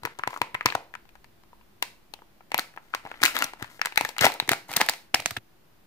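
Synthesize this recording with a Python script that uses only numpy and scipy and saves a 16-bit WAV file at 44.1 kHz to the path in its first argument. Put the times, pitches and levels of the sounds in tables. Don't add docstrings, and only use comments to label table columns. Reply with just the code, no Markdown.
import sys
import numpy as np
from scipy import signal
from scipy.fft import rfft, irfft
from scipy.io import wavfile
from scipy.ndimage import uniform_filter1d, map_coordinates

SR = 44100
rng = np.random.default_rng(int(sys.argv[2]) if len(sys.argv) > 2 else 0)


def ratio_of_db(decibels):
    return 10 ** (np.asarray(decibels, float) / 20)


def pcm_store(signal):
    levels = np.round(np.clip(np.atleast_2d(signal), -1, 1) * 32767)
    wavfile.write(sys.argv[1], SR, levels.astype(np.int16).T)


N = 258426

# frequency in Hz, level in dB per Hz.
FLOOR_COLOR = [(15, -26.5), (25, -10), (49, -16.5), (70, -8), (223, -4.5), (270, -10.5), (344, -4.5),
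               (439, -14), (677, -12.5), (4500, -24.5), (8000, -31.5), (15300, -25), (15600, -67)]
# middle in seconds, half length in seconds, level in dB.
TRAFFIC_SWELLS = [(1.147, 0.17, -64), (1.6, 0.082, -63), (2.12, 0.13, -63), (3.302, 0.25, -61.5)]
# center in Hz, decay by 60 dB in seconds, level in dB.
ROOM_BANDS = [(150, 0.11, 0), (400, 0.4, 13.5), (866, 0.12, -3), (2000, 0.13, -1.5), (4167, 0.27, 5.5),
              (8920, 0.27, -9.5), (14600, 0.33, 13)]
SCENE_CHANGES = [.14, .395, 5.388]
# time in seconds, lag of the right microphone in ms.
HAND_PLACES = [(0, 0.17), (4.25, .15), (4.8, 0.059), (5.15, 0.027), (5.26, -0.1), (5.4, 0.012)]
# start in seconds, level in dB, pitch in Hz, skin knock over the level in dB.
FINGER_BLOWS = [(0.025, -44, 118, -15), (0.045, -37.5, 124, 0), (0.188, -45, 119, -10),
                (0.271, -36.5, 120, 0), (0.413, -34.5, 122, 2.5), (.54, -39, 115, -4.5),
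                (0.655, -27, 123, -1), (0.747, -35.5, 112, -18), (2.541, -41, 140, 9), (2.59, -47, 168, 11),
                (3.047, -44, 135, -1), (3.215, -45.5, 127, 9.5), (3.235, -38.5, 127, 3),
                (3.442, -44.5, 142, -5), (3.621, -34, 115, -1.5), (3.855, -47, 174, -10),
                (4.005, -40.5, 134, 0), (4.037, -40, 133, -6), (4.211, -24, 135, -3),
                (4.245, -27, 130, 3.5), (4.421, -38, 141, -1.5), (4.482, -37.5, 125, 5.5),
                (4.51, -28, 127, 4.5), (4.696, -42.5, 140, -6.5), (4.742, -46.5, 150, -6.5),
                (4.768, -30, 179, -3.5), (4.813, -34, 174, 3), (4.897, -45, 170, -5.5),
                (5.139, -36.5, 131, 3), (5.19, -42, 120, -7), (5.21, -45, 141, -12), (5.257, -36.5, 172, 0),
                (5.312, -36, 111, -10), (5.37, -33.5, 114.8, -4.5)]
# center in Hz, width in Hz, level in dB.
SHELL_MODES = [(850, 2100, 2.5), (1400, 23, 13.5), (1750, 640, -11), (2150, 200, 10), (3030, 1100, -9)]
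# center in Hz, width in Hz, level in dB.
FOIL_MODES = [(3780, 1680, 12.5), (6400, 3500, -16.5), (9900, 14000, 3), (15410, 4900, 5.5)]
# start in seconds, hold in seconds, level in dB, brightness in dB.
GLUE_PEELS = [(.02, 0.17, -59, -22), (.3, 0.072, -52, -6.5), (.66, 0.044, -51, -17), (3.04, 0.46, -54, -15),
              (3.235, 0.046, -34.5, -1), (3.345, 0.092, -34.5, -11.5), (3.59, 0.078, -51, -12),
              (3.7, 0.072, -57.5, -3.5), (3.98, 0.12, -48.5, -4.5), (4.19, 0.16, -56, -12.5),
              (2.578, 0.021, -55, 8), (2.82, 0.13, -64, -9), (5.146, .015, -51.5, 8),
              (4.685, 0.068, -43, -7)]
# start in seconds, hold in seconds, level in dB, brightness in dB.
GLUE_RIPS = [(3.24, 0.016, -36, 3), (3.217, 0.014, -35, -2), (4.21, 0.061, -17, -9),
             (4.513, 0.015, -26, -6.5), (4.764, 0.012, -25.5, -21), (4.806, 0.0031, -17.5, -13)]
# start in seconds, level in dB,
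# pitch in Hz.
SHORT_PINGS = [(1.8262, -26, 5470), (1.8265, -18, 2800), (2.1375, -29, 4300), (3.2346, -17.5, 4350),
               (3.2525, -10.5, 6400), (3.261, -21, 6800), (3.3895, -27, 8100), (3.816, -16.5, 5140),
               (4.2105, -24.5, 6160), (4.8885, -15, 4640), (4.896, -13.5, 4900), (5.1465, -4, 5300),
               (4.0515, -16.5, 1800), (4.052, -24.5, 850), (4.32, -23.5, 4000), (4.3505, -31, 800),
               (4.359, -38, 1300), (3.24, -28, 330.6), (5.26, -32, 3900), (5.2605, -18, 6220),
               (5.309, -31, 3900),
               (0.052, -27.5, 468), (0.2361, -22.5, 1145), (0.2746, -16, 2026), (0.2746, -20, 1023),
                    (0.55, -36, 1280), (0.55, -16, 2050), (0.6095, -26, 1208), (0.6587, -10, 5230),
                    (0.667, -21.5, 2100), (0.6875, -30, 3620), (0.6875, -27.5, 1930), (0.7025, -23.5, 4170),
                    (0.7232, -35, 1310), (0.7232, -30.5, 1170), (0.9517, -36, 1020), (1.8261, -25.5, 930),
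                    (2.5445, -15, 11550), (2.579, -9.5, 12550), (2.5935, -16, 4300), (2.9482, -28.5, 3315),
                    (2.9482, -21.5, 1080), (3.1146, -33, 1550), (3.2307, -18, 3670), (3.2307, -20, 1160),
                    (3.2358, -19.5, 8540), (3.2358, -16.5, 3550), (3.353, -32, 1870), (3.3659, -20.5, 3330),
                    (3.378, -28, 1570), (3.389, -13.5, 12100), (3.4228, -12.5, 2780), (3.4228, -12.5, 1420),
                    (3.442, -25, 9020), (3.442, -14.5, 5690), (3.8576, -15.5, 7570), (3.9754, -20, 13060),
                    (3.9775, -16.5, 850), (4.1828, -29.5, 3310), (4.191, -21.5, 3840), (4.223, -25.5, 1270),
                    (4.223, -22.5, 1490), (4.2428, -23.5, 3060), (4.2428, -9.5, 612), (4.2535, -23, 4160),
                    (4.2535, -13, 3460), (4.3998, -6.5, 3904), (4.5177, -21.5, 650), (4.5177, -14.5, 2110),
                    (4.5321, -36, 1080), (4.7377, -30, 1555), (4.801, -23, 1350), (4.8879, -29, 10750),
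                    (4.8954, -29, 12010), (5.1443, -10.5, 2150), (5.3685, -18, 3450), (0.3065, -32, 1044),
                    (0.3624, -26.5, 1120), (3.3785, -24, 3680), (3.9758, -14.5, 2360), (1.825, -22, 1490)]
# time in seconds, pitch in Hz.
CUP_PITCH = [(.66, 970), (.752, 793), (1.0, 900), (1.83, 898), (2.5, 820), (4.3, 850), (4.8, 814),
             (5.15, 717)]
# start in seconds, cup ring in dB, then over it rim ring in dB, rim pitch in Hz,
# and treble crack over the cup ring in dB.
DRUM_BUCKLES = [(0.0338, -32.5, -0.5, 1260, -7), (0.052, -25.5, 7.5, 1720, -3.5),
                (.0582, -29.5, -4, 1600, -6), (0.0726, -30, -4, 1510, -31), (0.1886, -32.5, -13, 2014, -4),
                (0.1939, -27.5, 3, 1210, -28), (.2361, -33.5, 15, 1620, -9),
                (0.2746, -20.5, -1.5, 1590, -10), (0.306, -39, -3, 1525, -7), (.331, -30, -5, 1422, -26),
                (0.3402, -32, -6, 1685, -15), (0.3624, -39.5, 7.5, 1280, -26),
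                (0.3744, -30, -24, 1490, -12.5), (0.4164, -13, -1.5, 1990, -11.5),
                (0.434, -48, -3, 1733, -28), (.545, -32.5, 11, 1480, -2), (0.5499, -25.5, -1, 1930, -19.5),
                (0.6095, -35, 14, 1970, -10.5), (0.628, -46.5, -2.5, 1980, -9),
                (0.6587, -13.5, 2.5, 1260, -1.5), (.6652, -43, 30.5, 2000, -22.5),
                (0.6875, -31, 7.5, 2080, -11.5), (0.702, -35, 10, 2850, -7), (0.7232, -31.5, 7.5, 1560, -8)]
REST_BUCKLES = [(.752, -12.5, -6.5, 1380, -15.5), (0.9392, -41, 10, 1680, -10),
                (0.9518, -38.5, 9, 1470, -5.5), (1.0534, -55, 0, 1630, -7.5), (1.091, -59.5, 10.5, 2460, 4),
                (1.154, -45.5, 0.5, 1500, -10.5), (1.2436, -47.5, 2.5, 2010, -4.5),
                (1.4358, -54, .5, 1265, -7), (1.531, -42, -23, 1340, -32), (1.611, -52.5, -2, 2710, -22),
                (1.8252, -22.5, 5, 2080, 4), (2.138, -34.5, 0.5, 3100, -2), (2.19, -51, 0, 1550, -26),
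                (2.22, -42, -24, 1300, -29.5), (2.407, -44, -2.5, 1460, -35)]
PINCH_BUCKLES = [(2.5047, -54, -5, 1470, -6), (2.518, -27.5, 4, 2140, -6.5), (2.5441, -14.5, 1, 2220, -9),
                 (2.579, -37, 12.5, 2444, 12), (2.588, -22.5, 5.5, 1430, -5),
                 (2.5934, -32, 12.5, 1940, 12.5), (2.7385, -56, 7, 1416, -10), (2.763, -44, -2, 1840, -7),
                 (2.7744, -32, 1, 1414, -40), (2.782, -47, 1, 1470, -12), (2.9326, -45.5, 1, 1310, -7.5),
                 (2.938, -32, 14.5, 1400, -18), (2.9482, -29.5, 8.5, 2020, 4),
                 (3.052, -31.5, -7, 2120, -19), (3.0631, -31.5, -3.5, 1570, -27),
                 (3.072, -35, -5.5, 1407, -15.5), (3.0924, -56, -1, 2010, -0.5),
                 (3.115, -31, 3, 1483, -15.5), (3.1406, -39.5, 2, 1824, -24.5), (3.191, -63, 12, 1924, -10),
                 (3.203, -61.5, 22, 1390, -23)]
PULL_BUCKLES = [(3.2177, -32.5, 6, 2360, 2.5), (3.2304, -29.5, 16, 1380, -0.5),
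                (3.2353, -22.5, 15.5, 1500, 14.5), (3.2533, -26, 15.5, 1870, 13),
                (3.354, -38.5, 12, 2050, 7.5), (3.366, -31, 15.5, 1310, 8), (3.38, -37.5, 10.5, 1610, 0),
                (3.389, -36.5, 3, 2255, 13), (3.4229, -22.5, 8, 1970, 1), (3.443, -34, -8, 1840, 10.5),
                (3.535, -31.5, -3, 1600, -12.5), (3.5714, -56, 7.5, 1330, -25), (3.5974, -53, 4, 1400, -18),
                (3.606, -59, 8, 1430, -17), (3.611, -40, -9, 1450, -28), (3.6251, -39.5, 15.5, 1500, 6.5),
                (3.644, -36.5, 3.5, 1710, -9), (3.794, -38, 2.5, 1690, -15), (3.8153, -26.5, 14, 1750, 0),
                (3.823, -58, 22.5, 1530, -15.5), (3.85, -39, 13.5, 1590, 1.5),
                (3.8577, -26.5, 9, 1650, 5.5), (3.87, -34.5, 9.5, 1860, -6.5)]
OPEN_BUCKLES = [(3.923, -36.5, 3.5, 2226, -9), (3.9587, -42, 9.5, 1750, 10),
                (3.9753, -18.5, 12.5, 2000, -3), (4.01, -15.5, -4, 2170, -7), (4.0495, -29, 10, 1792, 3.5),
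                (4.0902, -29.5, -4.5, 2150, 0.5), (4.1652, -37, 5.5, 1870, -7.5),
                (4.1826, -31.5, 8.5, 1400, 7), (4.191, -45, 25.5, 2900, 8.5), (4.2106, -25.5, 2.5, 1895, 9),
                (4.222, -34.5, 14.5, 1514, 0.5), (4.2335, -38, 19, 1750, -7), (4.2427, -20.5, 8, 1680, -3),
                (4.2533, -11, -5, 1764, -0.5), (4.266, -6.5, -1, 2070, -14), (4.3004, -24, -23, 2096, -16),
                (4.32, -37, 8.5, 1900, 2.5), (4.3395, -38, -7, 1767, 5), (4.4001, -20.5, 3, 2040, -3.5),
                (4.4246, -35.5, 1.5, 1720, -14.5)]
CRUMPLE_BUCKLES = [(4.4768, -36.5, 1, 1887, -1), (4.4918, -20, 11.5, 1888, 6),
                   (4.5165, -24, 8.5, 1570, 8.5), (4.5264, -27.5, 5.5, 2590, -22),
                   (4.5326, -19.5, 3.5, 1452, -4), (4.6914, -33.5, -13.5, 1437, -23),
                   (4.7153, -31.5, -3, 2000, 1), (4.729, -41.5, 9.5, 2330, 9.5),
                   (4.7373, -36.5, 11, 2430, 8.5), (4.7661, -27.5, 4, 2980, 18),
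                   (4.775, -30.5, 9, 1720, -20.5), (4.802, -18.5, -4.5, 1353, -23),
                   (4.8137, -11.5, 3, 1850, -2), (4.8877, -25, 14, 1840, 8.5),
                   (4.8953, -19.5, -6.5, 1706, 5.5), (4.9359, -35.5, 4.5, 2360, 2.5),
                   (5.144, -13, 4, 2310, -3.5), (5.2013, -30, -7, 2510, 2.5), (5.2592, -23, 7, 1900, 8),
                   (5.3084, -37, 10, 1270, 10.5), (5.3683, -37, 11.5, 1793, 2.5)]
BRIGHT_TICKS = [
    (0.6587, -24, 3.3, 2000, 2.9),
    (3.2372, -42, 8.1, 2874, 4.5),
    (3.4392, -31, 1.4, 1890, 2.1),
    (4.248, -21, 5.2, 2000, 2),
]
INNER_BUCKLES = [(.75, -29, 5, 1630, -2), (.778, -59.5, -15, 1198, -20), (3.26, -35, 26, 2694, 14.5),
                 (3.2465, -35, 19, 1910, -7), (3.279, -39.5, 18, 1488, -7), (3.2895, -40, 13, 2192, -4),
                 (3.2965, -48, 17, 2300, -5), (3.311, -46, 12, 1900, -6), (3.322, -49, 12, 1810, -7),
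                 (3.9758, -24.5, 11, 2450, 10), (4.2135, -31, 11.5, 1500, -8.5),
                 (4.235, -24, 10, 1610, -3.5), (4.2455, -19, 9, 2220, 1), (4.2725, -28.5, 8.5, 1880, -14),
                 (4.709, -36, -3.5, 1660, -4), (4.7635, -29, 6, 1890, 8.5), (4.809, -20.5, 0.5, 1750, -1),
                 (4.832, -37.5, 1.5, 1800, -4), (4.863, -37, 3.5, 2090, 6.5), (5.1465, -27, -4.5, 2670, 10),
                 (5.157, -32, 9, 2000, -11), (5.198, -39, 11.5, 2130, -10.5), (5.222, -42, 5, 2280, 1),
                 (5.311, -58, 13, 1590, 4), (5.366, -32.5, 7.5, 1620, -6), (5.3715, -41.5, 9, 2890, 5.5)]

FOIL_TOP_HZ, TAIL_TOP_HZ = 17000, 15600


def ring(x, hz, width):
    return signal.lfilter(*signal.iirpeak(hz, hz / width, SR), x)


def body(x, modes):
    return sum((-1) ** k * ratio_of_db(db) * ring(x, hz, width) for k, (hz, width, db) in enumerate(modes))


def steep(x, lo_hz, hi_hz):
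    return signal.sosfilt(signal.butter(3, [lo_hz, hi_hz], "band", fs=SR, output="sos"), x)


def top(x, top_hz):
    return signal.sosfilt(signal.ellip(10, .3, 75, top_hz, fs=SR, output="sos"), x)


def unit(x, count=None):
    axes = (-2, -1)[-x.ndim:]
    return x / np.sqrt(np.mean(x[..., :count] ** 2, axis=axes, keepdims=True) + 1e-30)


def pair(a, b, alike):
    alike = np.clip(alike, 0, 1)
    return np.array([a, alike * a + np.sqrt(1 - alike ** 2) * b])


def floor():
    hz = np.fft.rfftfreq(N, 1 / SR) + 1
    f, db = np.transpose(FLOOR_COLOR)
    a, b = rfft(rng.standard_normal((2, N)))
    color = ratio_of_db(np.interp(np.log(hz), np.log(f), db))
    return ratio_of_db(-61) * unit(irfft(pair(a, b, 90 / hz) * color, N))


def rumble():
    t = np.arange(N) / SR
    gain = ratio_of_db(-75)
    for s, half_s, db in TRAFFIC_SWELLS:
        gain = gain + ratio_of_db(db) * np.exp(-((t - s) / half_s) ** 2)
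    low = steep(pair(*rng.standard_normal((2, N)), .6), 22, 49)
    return gain * unit(low)


def room():
    t, noise = np.arange(SR // 2) / SR, rng.standard_normal((2, SR // 2))
    late = 0
    for hz, t60, db in ROOM_BANDS:
        late = late + ratio_of_db(db - 60 * t / t60) * ring(pair(*noise, 380 / hz), hz, 1.42 * hz)
    table_hz, table_width_hz, table_t60_s, table_db = 880, 130, 0.2, 5.5
    table = ring(pair(*noise, 0.56), table_hz, table_width_hz)
    late = late + ratio_of_db(table_db - 60 * t / table_t60_s) * table
    late = late * np.clip((t - .004) / 0.0024, 0, 1)
    early_t60_s = 0.013
    early = pair(*rng.standard_normal((2, SR // 2)), 0.91) * ratio_of_db(-60 * t / early_t60_s) * (t > .0025)
    return (ratio_of_db(-13.5) * unit(late) + ratio_of_db(-13.5) * unit(early)) / np.sqrt(len(t))


def booms():
    length, lead, boom_q = 4096, 60, 3.1
    out = np.zeros(N + length)
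    push = 1. * (np.arange(length) == lead)
    knock = ratio_of_db(42.5) * steep(ring(push, 280, 160), 190, 480)
    soft_push = uniform_filter1d(push, size=120)
    for s, db, hz, knock_db in FINGER_BLOWS:
        ringing = ratio_of_db(50.5) * steep(ring(soft_push, hz, hz / boom_q), 65, 320)
        start = int(s * SR) - lead
        out[start:start + length] += ratio_of_db(db) * (ringing + ratio_of_db(knock_db) * knock)
    return out[:N]


def crackle(runs, per_s, spread_db, low_hz, low_db, fall_db_per_s):
    t, gain, bright = np.arange(N) / SR, np.zeros(N), np.zeros(N)
    rise_db_per_s = 3003
    for s, hold_s, db, bright_db in runs:
        rise_db = rise_db_per_s * np.maximum(s - t, 0)
        fall_db = fall_db_per_s * np.maximum(t - s - hold_s, 0)
        run = ratio_of_db(db - rise_db - fall_db)
        gain = gain + run
        bright = bright + run * ratio_of_db(bright_db)
    luck = rng.random((2, N))
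    size = ratio_of_db(spread_db * np.minimum(rng.exponential(size=(2, N)), 3))
    ticks = (luck < per_s / SR) * size * rng.choice([-1, 1], size=(2, N))
    rub = unit(steep(body(pair(*ticks, 0.93), SHELL_MODES), 0.68 * low_hz, 4300))
    low = ring(ring(ticks[0], low_hz, 0.25 * low_hz), low_hz, 0.7 * low_hz)
    rub = rub + ratio_of_db(low_db) * unit(low)
    even_ticks = np.sign(ticks) * np.sqrt(np.abs(ticks))
    slide = unit(even_ticks) + ratio_of_db(5) * unit(luck - .5)
    fizz = unit(steep(body(pair(*slide, 0.38), FOIL_MODES), 4900, FOIL_TOP_HZ))
    return gain * rub + bright * fizz


def glue():
    peel = crackle(GLUE_PEELS, per_s=700, spread_db=5.5, low_hz=330, low_db=-18.0, fall_db_per_s=405.5)
    rip = crackle(GLUE_RIPS, per_s=1500, spread_db=4.5, low_hz=540, low_db=-13.0, fall_db_per_s=696)
    return peel + ratio_of_db(-7.0) * rip


def pings():
    length, rows = 1536, SHORT_PINGS
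    out, t = np.zeros((2, N + length)), np.arange(length) / SR
    for (s, db, hz), turn in zip(rows, rng.random((len(rows), 2))):
        apart = (1 - 0.46) * min(hz / 2500, 1) ** 2 * (turn[1] - .5)
        phase = 2 * np.pi * (hz * t + turn[0] + apart * np.array([[-1], [1]]))
        t60 = 0.0099 * (4000 / hz) ** 0.72
        start = int(s * SR)
        out[:, start:start + length] += ratio_of_db(db - 60 * t / t60) * np.minimum(t / 0.00034, 1) * np.sin(phase)
    return out[:, :N]


def snaps(table):
    s, db, rim_db, rim_hz, crack_db = np.transpose(table)
    lead, length = 120, 1536
    out = np.zeros((3, N + length))
    after = (np.arange(length) - lead) / SR
    chance = rng.random((len(s), 2, length))
    noise = rng.standard_normal((len(s), 2, 2, length))
    soft = np.clip((-15 - db - np.maximum(rim_db, 0)) / 20, 0, 1)[:, None]
    scatter = np.exp(-after / (.0012 + .002 * soft[..., None]))
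    creak = ratio_of_db(-13) * np.exp(after / .002)
    ticks = noise[:, 0] * (chance < .06) * np.where(after > 0, scatter, creak)
    ticks[..., lead] = 2.3 - soft
    spray = ticks + ratio_of_db(0.5) * noise[:, 1] * np.exp(-after / 0.0013) * (after > 0)
    lone = np.tile(1. * (after == 0), (len(s), 1, 1))

    def two_sides(x, alike):
        return pair(x[:, 0], x[:, 1], alike).swapaxes(0, 1)

    near = (two_sides(0.48 * ticks + lone, .98), two_sides(ticks, .3), two_sides(spray, .4))
    cup_hz = np.interp(s, *np.transpose(CUP_PITCH)) * (1 + .045 * noise[:, 1, 0, 0])
    cup_q = 5.5
    air = ratio_of_db(np.clip(-4.5 + 0.6 * (crack_db - np.maximum(rim_db, 0)), -24, 4))[:, None, None]
    rows = []
    for low, mid, high, shade in [(*near, ratio_of_db([[4.5], [-4.5]])), (lone, lone, lone, 1)]:
        cup = np.array([ring(x, hz, hz / cup_q) for x, hz in zip(low, cup_hz)])
        cup = ring(cup + ratio_of_db(-16.0) * ring(low, 540, 200), 500, 690)
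        rim = np.array([ring(x, hz, 0.33 * hz) for x, hz in zip(mid, rim_hz)])
        rim = steep(rim + ratio_of_db(-27.5) * mid, 1150, 2960)
        crack = body(high, FOIL_MODES[:1]) + shade * body(high, FOIL_MODES[1:2])
        crack = steep(crack + shade * air * body(high, FOIL_MODES[2:]), 3400, FOIL_TOP_HZ)
        crack = np.where(soft[..., None] > .25, top(crack, TAIL_TOP_HZ), crack)
        thud = steep(ring(low, 330, 180), 260, 470)
        parts = [(0 * db, cup), (rim_db, rim), (crack_db, crack), (-24 - 8 * soft[:, 0], thud)]
        rows.append(sum(ratio_of_db(db + part_db - 8.0)[:, None, None] * unit(part, count=380)
                        for part_db, part in parts))
    for i, snap in zip((s * SR).astype(int) - lead, np.concatenate(rows, axis=1)):
        out[:, i:i + length] += snap
    return out[:, :N]


def scene():
    t = np.arange(N) / SR
    lag_ms = np.interp(t, *np.transpose(HAND_PLACES))
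    gestures = DRUM_BUCKLES + REST_BUCKLES + PINCH_BUCKLES + PULL_BUCKLES + OPEN_BUCKLES + CRUMPLE_BUCKLES
    buckles = snaps(gestures + BRIGHT_TICKS)
    hands = top(glue() + booms(), TAIL_TOP_HZ)
    out, reply = floor() + rumble(), room()
    left, right, around = buckles + snaps(INNER_BUCKLES)
    tones = steep(pings(), 230, FOIL_TOP_HZ)
    low_pings = ratio_of_db(-1.5) * steep(tones[0], 210, 3000)
    around = top(around + hands[0] + low_pings, TAIL_TOP_HZ)
    pan_db = -0.34 + 38.5 * lag_ms
    left, right = (hands + tones + [left, right]) * ratio_of_db(pan_db * np.array([[.5], [-.5]]))
    late_right = map_coordinates(right, [(t - lag_ms / 1e3) * SR], order=3)
    near = np.array([left, late_right])
    edges = [0] + [int(c * SR) for c in SCENE_CHANGES] + [N]
    for a, b in zip(edges, edges[1:]):
        wet = signal.fftconvolve(around[None, a:b], reply, axes=1)[:, :b - a]
        fade = np.clip((b / SR - t[a:b]) / 0.0011, 0, 1)
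        out[:, a:b] += (near[:, a:b] + wet) * fade
    return out


def top_cut(x):
    return signal.sosfilt(signal.butter(12, 16850, fs=SR, output="sos"), x)


def record(dry):
    rounded = np.tanh(dry)
    finished = top(rounded, 16500) - .0009
    return top_cut(finished)


dry = scene()
out = record(dry)
pcm_store(out)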